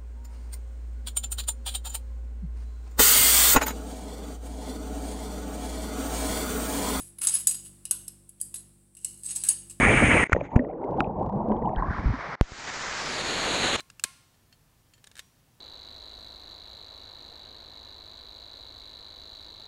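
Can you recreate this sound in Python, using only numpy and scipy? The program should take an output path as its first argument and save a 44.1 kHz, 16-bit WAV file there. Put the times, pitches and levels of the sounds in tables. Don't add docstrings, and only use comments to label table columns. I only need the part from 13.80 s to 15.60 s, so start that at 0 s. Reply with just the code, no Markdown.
import sys
import numpy as np
from scipy import signal
from scipy.fft import rfft, irfft
from scipy.io import wavfile

SR = 44100
rng = np.random.default_rng(int(sys.argv[2]) if len(sys.argv) > 2 else 0)


def gain_from_db(level_db):
    decades = np.asarray(level_db, float) / 20
    return 10 ** decades


def dump(signal):
    limited = np.clip(np.atleast_2d(signal).T, -1, 1)
    pcm = np.round(limited * 32767).astype(np.int16)
    wavfile.write(sys.argv[1], SR, pcm)


N = 79380

CLOSING_S = (.0043, .1005, .1960)
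SNAP_S = (.2385,)
STOP_S = (1.3928, 1.3980)


def evened(x):
    return x / np.sqrt(np.mean(x ** 2) + 1e-20)


def read(points, hz):
    point_hz, value = np.transpose(points)
    return np.interp(np.log(hz + 1), np.log(point_hz + 1), value)


def add(mix, start_s, sound):
    part = mix[max(round(start_s * SR), 0):][:len(sound)]
    part += sound[:len(part)]


def ring(mode_hz, modes, seconds, tilt_db_oct=0., best_hz=1000., lift_db=0., crack=0):
    favour_oct, crack_db, crack_t60_s = .12, 4, .007
    t = np.arange(0, seconds, 1 / SR)
    hz = np.array(mode_hz)[:, None]
    db, t60_s = np.transpose(modes)[:, :, None]
    db = db + tilt_db_oct * np.log2(hz / 4000)
    db = db + lift_db * np.exp(-(np.log2(hz / best_hz) / favour_oct) ** 2)
    envelope = gain_from_db(db - 60 * t / t60_s)
    envelope = envelope + crack * gain_from_db(db + crack_db - 60 * t / crack_t60_s)
    return (envelope * np.sin(2 * np.pi * hz * t)).sum(0)


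def clicks(times_s, events, mode_hz, modes, scatter_db, scatter_t60_s, crack=1):
    # (frequency [Hz], level [dB])
    scatter = [(400, -14), (1000, -11), (1600, -2.5), (4000, -.5), (8000, -4.5), (11000, -9),
               (15500, -20.5)]
    rise_s, reflection_s, reflection_db = .00015, .00075, -2
    size = 8192
    out = np.zeros((2, N))
    t = np.arange(size) / SR
    hz = np.fft.rfftfreq(size, 1 / SR)
    late = round(reflection_s * SR)
    for start_s, (db, tilt_db_oct, best_hz, lift_db) in zip(times_s, events):
        body = -ring(mode_hz, modes, size / SR, tilt_db_oct, best_hz, lift_db, crack)[:size]
        body = body * (1 - np.exp(-t / rise_s))
        body = body + gain_from_db(reflection_db) * np.r_[np.zeros(late), body[:size - late]]
        colour_db = read(scatter, hz) + tilt_db_oct * np.log2(hz / 4000 + .05)
        loose = evened(irfft(rfft(rng.standard_normal(size)) * gain_from_db(colour_db)))
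        loose = loose * np.minimum(t / .001, 1) * gain_from_db(scatter_db - 60 * t / scatter_t60_s)
        add(out[0], start_s, gain_from_db(db) * (body / np.abs(body).max() + loose))
        add(out[1], start_s, 2 * gain_from_db(db) * np.ones(1))
    return out


def floor():
    # (frequency [Hz], level [dB])
    hiss = [(12, -36), (20, -12), (101, -4.5), (365, -17.5), (419, -19.5), (510, -20.5), (843, -20.5),
            (1650, -25), (15800, -30.5)]
    # (frequency [Hz], width [Hz], rms [dB])
    hum = [(49, 19, -78.5), (98, 2.7, -76), (115, 11, -81), (146, 16, -74.5), (1764, 9, -87),
           (5700, 4.4, -90.5)]
    hiss_db = -64.5
    hz = np.fft.rfftfreq(N, 1 / SR)
    z = rfft(rng.standard_normal((len(hum) + 1, N)))
    out = gain_from_db(hiss_db) * evened(irfft(z[0] * gain_from_db(read(hiss, hz)), N))
    for (band_hz, width_hz, db), row in zip(hum, z[1:]):
        band = irfft(row / (1 + ((hz - band_hz) / width_hz) ** 2), N)
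        out = out + gain_from_db(db) * evened(band)
    return out


def room(x):
    # (frequency [Hz], t60 [s])
    decay = [(500, 1), (1500, 0.61), (4000, 0.72), (8000, 0.64), (14000, 0.22)]
    # (frequency [Hz], level [dB])
    tone = [(300, -36), (1000, -6), (2300, -1.5), (4200, -3), (5500, -3), (8500, -3.5), (11000, -3),
            (15000, -18.5)]
    taps = np.zeros(SR)
    at = np.arange(200, SR - 10, 10)
    taps[at + rng.integers(0, 10, len(at))] = rng.choice([-1., 1.], len(at))
    hz, t, z = signal.stft(taps, SR, nperseg=256)
    tail_db = read(tone, hz)[:, None] - 60 * t / read(decay, hz)[:, None]
    tail = signal.istft(z * gain_from_db(tail_db), SR, nperseg=256)[1]
    return signal.fftconvolve(x, tail / np.linalg.norm(tail))[:N]


def handles():
    handle_hz = 1385, 1402, 1660, 2135, 2165, 2490, 2700, 4043, 6584, 8888
    handle_modes = [(-49, 0.18), (-59, 0.7), (-59, 0.19), (-58.5, 0.53), (-56, .3), (-61, 0.46),
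                    (-73, 0.295), (-61, .25), (-65, .35), (-54, 0.45)]
    beat_hz = 1067.6, 1072.4, 1070.5
    beat_modes = [(-54, .55), (-54.5, .55), (-70, 1.2)]
    after_hz = 1075, 1856, 3290, 3500, 5682, 5694
    after_modes = [(-71, 0.61), (-77, 0.42), (-63, 0.25), (-71, 0.38), (-74, .3), (-66, 0.54)]
    swell_s, first_ring_db = .018, -15.5
    thud_s, thud_db, thud_width_s, thud_low_hz = .2492, -33.5, .00042, 122
    out = np.zeros(N)
    steel = ring(np.r_[handle_hz, beat_hz], np.concatenate([handle_modes, beat_modes]), 1)
    steel = steel * np.minimum(np.arange(len(steel)) / (swell_s * SR), 1)
    add(out, SNAP_S[0], steel)
    add(out, CLOSING_S[0], gain_from_db(first_ring_db) * steel)
    add(out, STOP_S[0], ring(after_hz, after_modes, 1))
    u = np.arange(0, 40, 1 / (SR * thud_width_s)) - 3
    thud = signal.lfilter(*signal.butter(2, thud_low_hz, "high", fs=SR), np.exp(-u ** 2))
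    add(out, thud_s - 3 * thud_width_s, gain_from_db(thud_db) * thud)
    return out


def tinks():
    times_s = .5425, .7257, 1.1362, 1.1788
    # (peak [dB], tilt [dB/octave], favoured mode [Hz], lift [dB])
    events = [
        (-59.5, -1, 6100, 4),
        (-48, -1, 4380, 3.6),
        (-48, -0.093, 7050, 5.7),
        (-56, -0.27, 1970, 12),
    ]
    mode_hz = 1800, 2750, 2900, 3150, 4380, 5200, 6100, 7050, 7700, 8600, 10800
    modes = [(-3, .045), (-6, .04), (-13, .06), (2, .065), (-2, .075), (-13, .035), (-9, .04), (-11, .11),
             (-20, .3), (-17, .1), (-14, .02)]
    return clicks(times_s, events, mode_hz, modes, scatter_db=-8, scatter_t60_s=.04, crack=0)


def stopping():
    # (peak [dB], tilt [dB/octave], favoured mode [Hz], lift [dB])
    events = [
        (-27.5, -0.91, 2010, 4.6),
        (-37.5, -.5, 3630, 11),
    ]
    mode_hz = 600, 1622, 1866, 2069, 3350, 3521, 4183, 5280, 6450, 7484, 8356, 10200, 12200, 14500
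    modes = [(-5.5, 0.023), (-49, 0.047), (0.5, 0.049), (-4, 0.069), (1, 0.021), (6.5, .03), (-5, 0.0087),
             (-28, 0.027), (-1, 0.02), (7.5, 0.026), (-2, .015), (3, .01), (-3, 0.009), (-11, .007)]
    return clicks(STOP_S, events, mode_hz, modes, scatter_db=-11, scatter_t60_s=.035)


def opening():
    times_s = 1.2415, 1.2678, 1.2715, 1.3143, 1.3541, 1.3671, 1.3760, 1.3840
    # (peak [dB], tilt [dB/octave], favoured mode [Hz], lift [dB])
    events = [
        (-39, -1.4, 2900, 6),
        (-51, -0.25, 6400, 3),
        (-40, -1.4, 1700, 1.6),
        (-44.5, -2.6, 3700, 3),
        (-42, -1.9, 3700, 6.2),
        (-40, -1.1, 1700, 5),
        (-40.5, 1, 1750, 9.2),
        (-39, .1, 1750, 5.9),
    ]
    mode_hz = 650, 1712, 2250, 2880, 3700, 4900, 5650, 7200, 8470, 9500, 12200, 14500
    modes = [(-3, 0.019), (-4.5, 0.023), (-15, 0.0071), (-7.5, 0.012), (-4, 0.024), (-12, 0.018),
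             (-9, 0.025), (-2, 0.01), (1.5, 0.017), (-3.5, 0.012), (-23, .012), (-14, .01)]
    echo_s, echo_hz, echo_db = .0055, 3400, -11.5
    open_room_db = 2.5
    out = clicks(times_s, events, mode_hz, modes, scatter_db=-6.5, scatter_t60_s=.026) + stopping()
    echo = signal.lfilter(*signal.iirpeak(echo_hz, 4, SR), out[0])
    add(out[0], echo_s, gain_from_db(echo_db) * echo[:N - SR // 20])
    out[1] *= gain_from_db(open_room_db)
    return out


def closing():
    # (peak [dB], tilt [dB/octave], favoured mode [Hz], lift [dB])
    events = [
        (-26.5, -0.5, 4200, 29.5),
        (-35.5, -2, 1650, -3.5),
        (-30.5, 1.4, 2690, 8.5),
    ]
    mode_hz = 1380, 1653, 2690, 3420, 4020, 5000, 5760, 6680, 7600, 8900, 10600, 13200
    modes = [(-11.5, 0.026), (-0.5, .015), (-0.5, 0.012), (-7, 0.023), (-16, 0.025), (-2.5, 0.016),
             (-22, 0.027), (-3.5, .014), (-0.5, 0.02), (-3.5, 0.011), (-23, .013), (-17.5, 0.011)]
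    return clicks(CLOSING_S, events, mode_hz, modes, scatter_db=-9.5, scatter_t60_s=.024)


def snap():
    # (peak [dB], tilt [dB/octave], favoured mode [Hz], lift [dB])
    events = [
        (-9, .1, 5000, 0.5),
    ]
    mode_hz = 1390, 1655, 2520, 3200, 4080, 7900, 5545, 6560, 7450, 8010, 8500, 9650, 11300, 13000
    modes = [(-35, .03), (-6.5, 0.0211), (-10.5, 0.029), (-11, 0.026), (-9, 0.026), (5, 0.00547),
             (-18.5, 0.008), (-6.5, 0.016), (5.5, 0.019), (-8.5, .022), (-1.5, 0.022), (-3, 0.024),
             (-6, .018), (-19, 0.028)]
    return clicks(SNAP_S, events, mode_hz, modes, scatter_db=-12.5, scatter_t60_s=.033)


def scene():
    small_hz, room_db, ring_room_db = 500, -13.5, -33
    tool, blows = tinks() + opening() + closing() + snap()
    tool = signal.sosfilt(signal.butter(2, small_hz, "high", fs=SR, output="sos"), tool)
    reverb = room(gain_from_db(room_db) * blows + gain_from_db(ring_room_db) * tool)
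    return (floor() + reverb + handles() + tool)[None]


def band_limit(x):
    return signal.sosfilt(signal.butter(12, 16510, fs=SR, output="sos"), x)


def record(dry):
    edge_hz = 15800
    low_pass = signal.firwin(511, edge_hz, window=("kaiser", 1.5), fs=SR)
    mix = signal.oaconvolve(dry, low_pass[None], "same")
    return band_limit(mix)


dry = scene()
out = record(dry)
dump(out)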